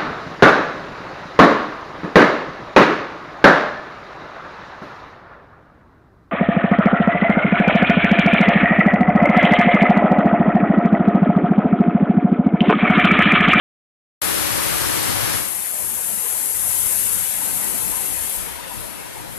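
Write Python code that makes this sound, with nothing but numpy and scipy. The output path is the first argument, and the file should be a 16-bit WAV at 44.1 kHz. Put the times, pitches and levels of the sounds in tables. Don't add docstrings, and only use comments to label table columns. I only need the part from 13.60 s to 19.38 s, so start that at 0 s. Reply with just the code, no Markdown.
import sys
import numpy as np
from scipy import signal
from scipy.fft import rfft, irfft
from scipy.io import wavfile
from scipy.ndimage import uniform_filter1d, map_coordinates

SR = 44100
rng = np.random.default_rng(int(sys.argv[2]) if len(sys.argv) > 2 else 0)


def wav_record(signal):
    frames = np.transpose(np.atleast_2d(signal))
    bounded = np.clip(frames, -1, 1)
    quanta = np.round(bounded * 32767).astype(np.int16)
    wavfile.write(sys.argv[1], SR, quanta)


N = 254898
TIME = np.arange(N) / SR
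HZ = np.fft.rfftfreq(N, 1 / SR)


def gas_hiss(level_db=-2.0, flutter_db=0.5, sway_db=0.23, split_hz=7500, lower_growth=0.064):
    # t/s, relative level/dB
    flow_levels = [(0.64, -26.5), (0.76, -28), (1.3, -28), (1.72, -28.5), (1.765, -27), (1.81, -28),
                   (2.1, -28), (2.5, -26), (2.75, -25.5), (3.05, -24.8), (3.11, -23), (3.52, -23),
                   (3.68, -25.5), (4.5, -27), (4.6, -28), (4.75, -27.5), (4.82, -32), (5.05, -42.5),
                   (5.12, -36), (5.22, -36.5), (5.52, -43), (5.58, -41), (5.66, -44.5), (5.76, -38)]
    # f/Hz, left level/dB, right level/dB (both relative)
    jet_colour = [(3500, -88.0, -92.0), (4700, -79.0, -83.0), (5500, -73.4, -77.2), (6300, -69.3, -71.4),
                  (7200, -64.5, -66.8), (8300, -60.0, -63.7), (8900, -59.0, -63.7), (9600, -57.7, -65.2),
                  (10500, -54.2, -69.2), (11000, -52.1, -71.2), (11400, -52.5, -72.7),
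                  (11850, -54.5, -74.2), (12150, -57.3, -75.5), (12700, -59.8, -77.5),
                  (14000, -65.0, -82.2)]
    # t/s, relative level/dB
    hand_shade = [(0.75, -2), (1.15, 0.8), (1.7, 0), (2.5, 0), (3.2, -0.5), (4.6, 0.5), (5.05, 1),
                  (5.2, -1), (5.34, -7), (5.4, 3), (5.68, 3), (5.75, -1)]
    jet = white_spectra() * colour(jet_colour) * room_resonances(ripple_db=1.0, spacing_hz=79)
    flutter = flutter_db * wander(rate_hz=35)
    sway = sway_db * wander(rate_hz=4)
    flow = level_curve(flow_levels) * gain_of(level_db + flutter + sway)
    lows = low_pass(split_hz, steepness=8)
    upper = irfft(jet * (1 - lows), N)
    lower = gain_of(0.05) * flow ** lower_growth * irfft(jet * lows, N)
    shade = np.array([np.ones(N), level_curve(hand_shade)])
    return shade * flow * (upper + lower)


def rush(level_db=-0.5, drone_db=-1.5, hold_until_s=1.755, fall_db_per_s=81):
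    # f/Hz, left level/dB, right level/dB (both relative)
    rush_colour = [(25, -84, -72.5), (50.3, -56, -58.5), (85, -53, -57), (130, -52.5, -58.5),
                   (228, -53.5, -60), (388, -57.5, -59), (526, -54, -59), (653, -58.5, -61),
                   (1010, -55.5, -61), (1490, -58, -62.5), (2000, -59.8, -63.5), (2700, -60.5, -63.5),
                   (3500, -62, -65.5), (5730, -64, -66.5), (8850, -68.5, -72), (14000, -71, -95)]
    noise = gain_of(level_db) * irfft(room_spectra() * colour(rush_colour), N)
    fade = gain_of(-fall_db_per_s * np.maximum(TIME - hold_until_s, 0))
    return fade * (noise + gain_of(drone_db) * drone())


def drone(waver_hz=1.46, waver_db=2.5, swell_db=5, swell_s=0.18, right_db=-7.0):
    # f/Hz, relative level/dB, top of the swell t/s
    tones = [(54, -37.5, 0.9), (98, -35, 2), (136.3, -39.5, 1.48), (311.6, -30, 0.76), (349.3, -33, 1.24),
             (547, -40, 0.89)]
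    out = np.zeros(N)
    for hz, db, peak_s in tones:
        cycles = np.cumsum(hz + waver_hz * wander(rate_hz=5.2)) / SR
        swell = swell_db * (np.exp(-((TIME - peak_s) / swell_s) ** 2) - 1)
        strength = gain_of(db + swell + waver_db * wander(rate_hz=4.32))
        out += np.sqrt(2) * strength * np.sin(2 * np.pi * cycles)
    return np.array([out, -gain_of(right_db) * out])


def ring_pulses(rise_s=0.01, fall_s=0.014, waver_hz=30, roughness=0.7, right_db=-7):
    # t/s, f/Hz, left peak level/dB
    pulses = [(2.385, 961, -31), (2.665, 992, -37), (2.755, 977, -32), (3.11, 965, -36), (3.16, 935, -35),
              (3.34, 1000, -39), (3.822, 920, -33), (3.985, 990, -35), (4.055, 878, -31),
              (4.15, 994, -44.5), (4.331, 950, -36), (4.39, 965, -39), (4.515, 910, -38),
              (4.58, 982, -35.5), (4.745, 953, -37), (4.875, 930, -32), (4.994, 964, -29),
              (5.117, 952, -32), (5.247, 983, -31), (5.471, 970, -37.5), (5.565, 890, -32),
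              (5.605, 895, -37), (5.72, 970, -37)]
    out = np.zeros((2, N))
    for peak_s, hz, peak_db in pulses:
        near = abs(TIME - peak_s) < .1
        t = TIME[near] - peak_s
        elapsed = t - t[0]
        pitch = hz + waver_hz * wander(rate_hz=60, seconds=elapsed)
        phase = 2 * np.pi * (np.cumsum(pitch) / SR + rng.random((2, 1)))
        rasp = roughness * wander(rate_hz=90, seconds=elapsed) * np.cos(phase)
        tone = (np.sin(phase) + rasp) / np.hypot(1, roughness)
        swell = np.exp(-(t / np.where(t < 0, rise_s, fall_s)) ** 2)
        out[:, near] += gain_of(peak_db) * swell * tone
    return out * gain_of([[0], [right_db]])


def ring_between_pulses(level_db=-69.5, centre_hz=930, width_hz=220, flutter_db=2.0, right_db=-6):
    # t/s, relative level/dB
    ring_levels = [(1.9, -45), (2.6, -45), (2.95, -47), (3.13, -37), (3.3, -44.5), (3.68, -45.5),
                   (3.8, -40.5), (4.4, -40.5), (4.65, -43), (5.0, -43.5), (5.76, -44.5)]
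    strength = level_curve(ring_levels) * gain_of(level_db + flutter_db * wander(rate_hz=16))
    noise = irfft(white_spectra() * band_pass(centre_hz, width_hz), N)
    return noise * strength * gain_of([[0], [right_db]])


def hand_rubs(right_db=-7):
    # middle t/s, length/s, centre f/Hz, width/Hz, left level/(dB per Hz)
    rubs = [(1.643, 0.31, 101, 44.3, -47.5), (2.172, 0.12, 644, 261, -60.5), (2.558, 0.088, 188, 130, -57),
            (2.65, 0.06, 452, 130, -55.5), (3.198, 0.49, 95, 45, -56.5), (4.05, 0.75, 217, 143, -59.5),
            (4.59, 0.25, 69, 50, -57), (4.94, 0.082, 62, 40, -53), (5.2, 0.12, 55, 35, -53),
            (5.68, 0.18, 130, 130, -64)]
    out = np.zeros((2, N))
    for middle_s, length_s, centre_hz, width_hz, db in rubs:
        noise = irfft(room_spectra() * band_pass(centre_hz, width_hz), N)
        stroke = np.exp(-(2 * (TIME - middle_s) / length_s) ** 4)
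        out += gain_of(db) * stroke * noise
    return out * gain_of([[0], [right_db]])


def room_air(level_db=-0.86, bass_db=-2.1, treble_db=-0.96, lump_db=2.0, flicker_db=0.53):
    # f/Hz, left level/dB, right level/dB (both relative)
    air_colour = [(25, -76, -78), (53, -57.5, -62.5), (75, -61.5, -67), (110, -58, -63.5),
                  (165, -59.2, -65.5), (230, -62.8, -70.5), (310, -64.8, -69.2), (410, -65.5, -68.2),
                  (530, -63, -72.5), (640, -66.2, -72), (790, -66.8, -72), (965, -67, -72),
                  (1150, -68.6, -73), (1450, -68.8, -73.9), (2200, -69.1, -74), (2800, -70, -74.5),
                  (3500, -72.3, -76.6), (4300, -75, -77), (9000, -81, -82), (14000, -91, -102)]
    # t/s, relative level/dB
    bass_levels = [(1.9, -51.5), (2.08, -58.5), (2.25, -47.5), (2.55, -50.5), (2.7, -58), (2.88, -49),
                   (3.6, -43.5), (3.73, -53), (3.86, -45), (4.4, -46.5), (4.8, -50.5), (5.0, -48.5),
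                   (5.38, -49), (5.7, -45.5)]
    middle_levels = [(1.95, -45), (2.92, -44), (3.47, -43), (3.72, -45.5), (3.81, -40.5), (4.4, -42),
                     (4.6, -43.5), (5.35, -44), (5.7, -44.5)]
    treble_levels = [(2.0, -44), (3.08, -44), (3.11, -40.5), (4.65, -41), (5.33, -45), (5.76, -46.5)]
    air = room_spectra() * colour(air_colour)
    lows = low_pass(edge_hz=240)
    highs = 1 - low_pass(edge_hz=1700)
    bass = irfft(air * lows, N) * gain_of(bass_db + lump_db * wander(rate_hz=9.5))
    middle = irfft(air * (1 - lows - highs), N) * gain_of(flicker_db * wander(rate_hz=14.6))
    treble = irfft(air * highs, N) * gain_of(treble_db)
    mix = (bass * level_curve(bass_levels)
           + middle * level_curve(middle_levels)
           + treble * level_curve(treble_levels))
    return gain_of(level_db) * patchy(mix, patch_db=2.0)


def room_spectra(likeness=0.94, mic_gap_m=.14, sound_m_per_s=343):
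    left, unrelated = white_spectra()
    shared = -likeness * np.sinc(2 * HZ * mic_gap_m / sound_m_per_s)
    right = shared * left + np.sqrt(1 - shared ** 2) * unrelated
    return np.array([left, right]) * room_resonances()


def room_resonances(ripple_db=1.35, spacing_hz=14):
    bins = max(2, int(spacing_hz / HZ[1]))
    ripple = uniform_filter1d(rng.standard_normal((2, len(HZ))), bins, axis=1)
    return uneven_gain(ripple, ripple_db)


def patchy(sound, patch_db):
    spectra = signal.stft(sound, nperseg=1024, noverlap=768)[2]
    patches = rng.standard_normal(spectra.shape[1:])
    patches = uniform_filter1d(patches, size=5, axis=0)
    patches = uniform_filter1d(patches, size=10, axis=1)
    return signal.istft(spectra * uneven_gain(patches, patch_db), nperseg=1024, noverlap=768)[1][:, :N]


def uneven_gain(pattern, spread_db):
    gain = gain_of(spread_db * pattern / pattern.std())
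    return gain / np.sqrt(np.mean(gain ** 2))


def gain_of(db):
    return 10 ** (np.asarray(db) / 20)


def level_curve(rows):
    db = np.interp(TIME, *np.transpose(rows))
    return gain_of(db - np.median(db))


def colour(rows):
    hz, *sides = np.transpose(rows)
    return gain_of([np.interp(np.log(HZ + 1), np.log(hz), db) for db in sides])


def low_pass(edge_hz, steepness=4):
    return 1 / (1 + (HZ / edge_hz) ** steepness)


def band_pass(centre_hz, width_hz):
    return 1 / (1 + (2 * (HZ - centre_hz) / width_hz) ** 4)


def white_spectra():
    return rfft(rng.standard_normal((2, N))) * np.sqrt(SR / 2)


def wander(rate_hz, seconds=TIME):
    return map_coordinates(rng.standard_normal(N // 100), [2 * rate_hz * seconds], order=2, mode="wrap")


def scene(start_s=.615, fade_in_s=.003):
    opening = np.clip((TIME - start_s) / fade_in_s, 0, 1)
    background = room_air() + ring_between_pulses() + ring_pulses()
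    return opening * (gas_hiss() + rush() + hand_rubs() + background)


def record(dry, edge_hz=14280):
    treble_cut = signal.firwin(1023, edge_hz, window=("kaiser", 8), fs=SR)
    return signal.oaconvolve(dry, treble_cut[None], "same", axes=1)


dry = scene()
out = record(dry)
wav_record(out)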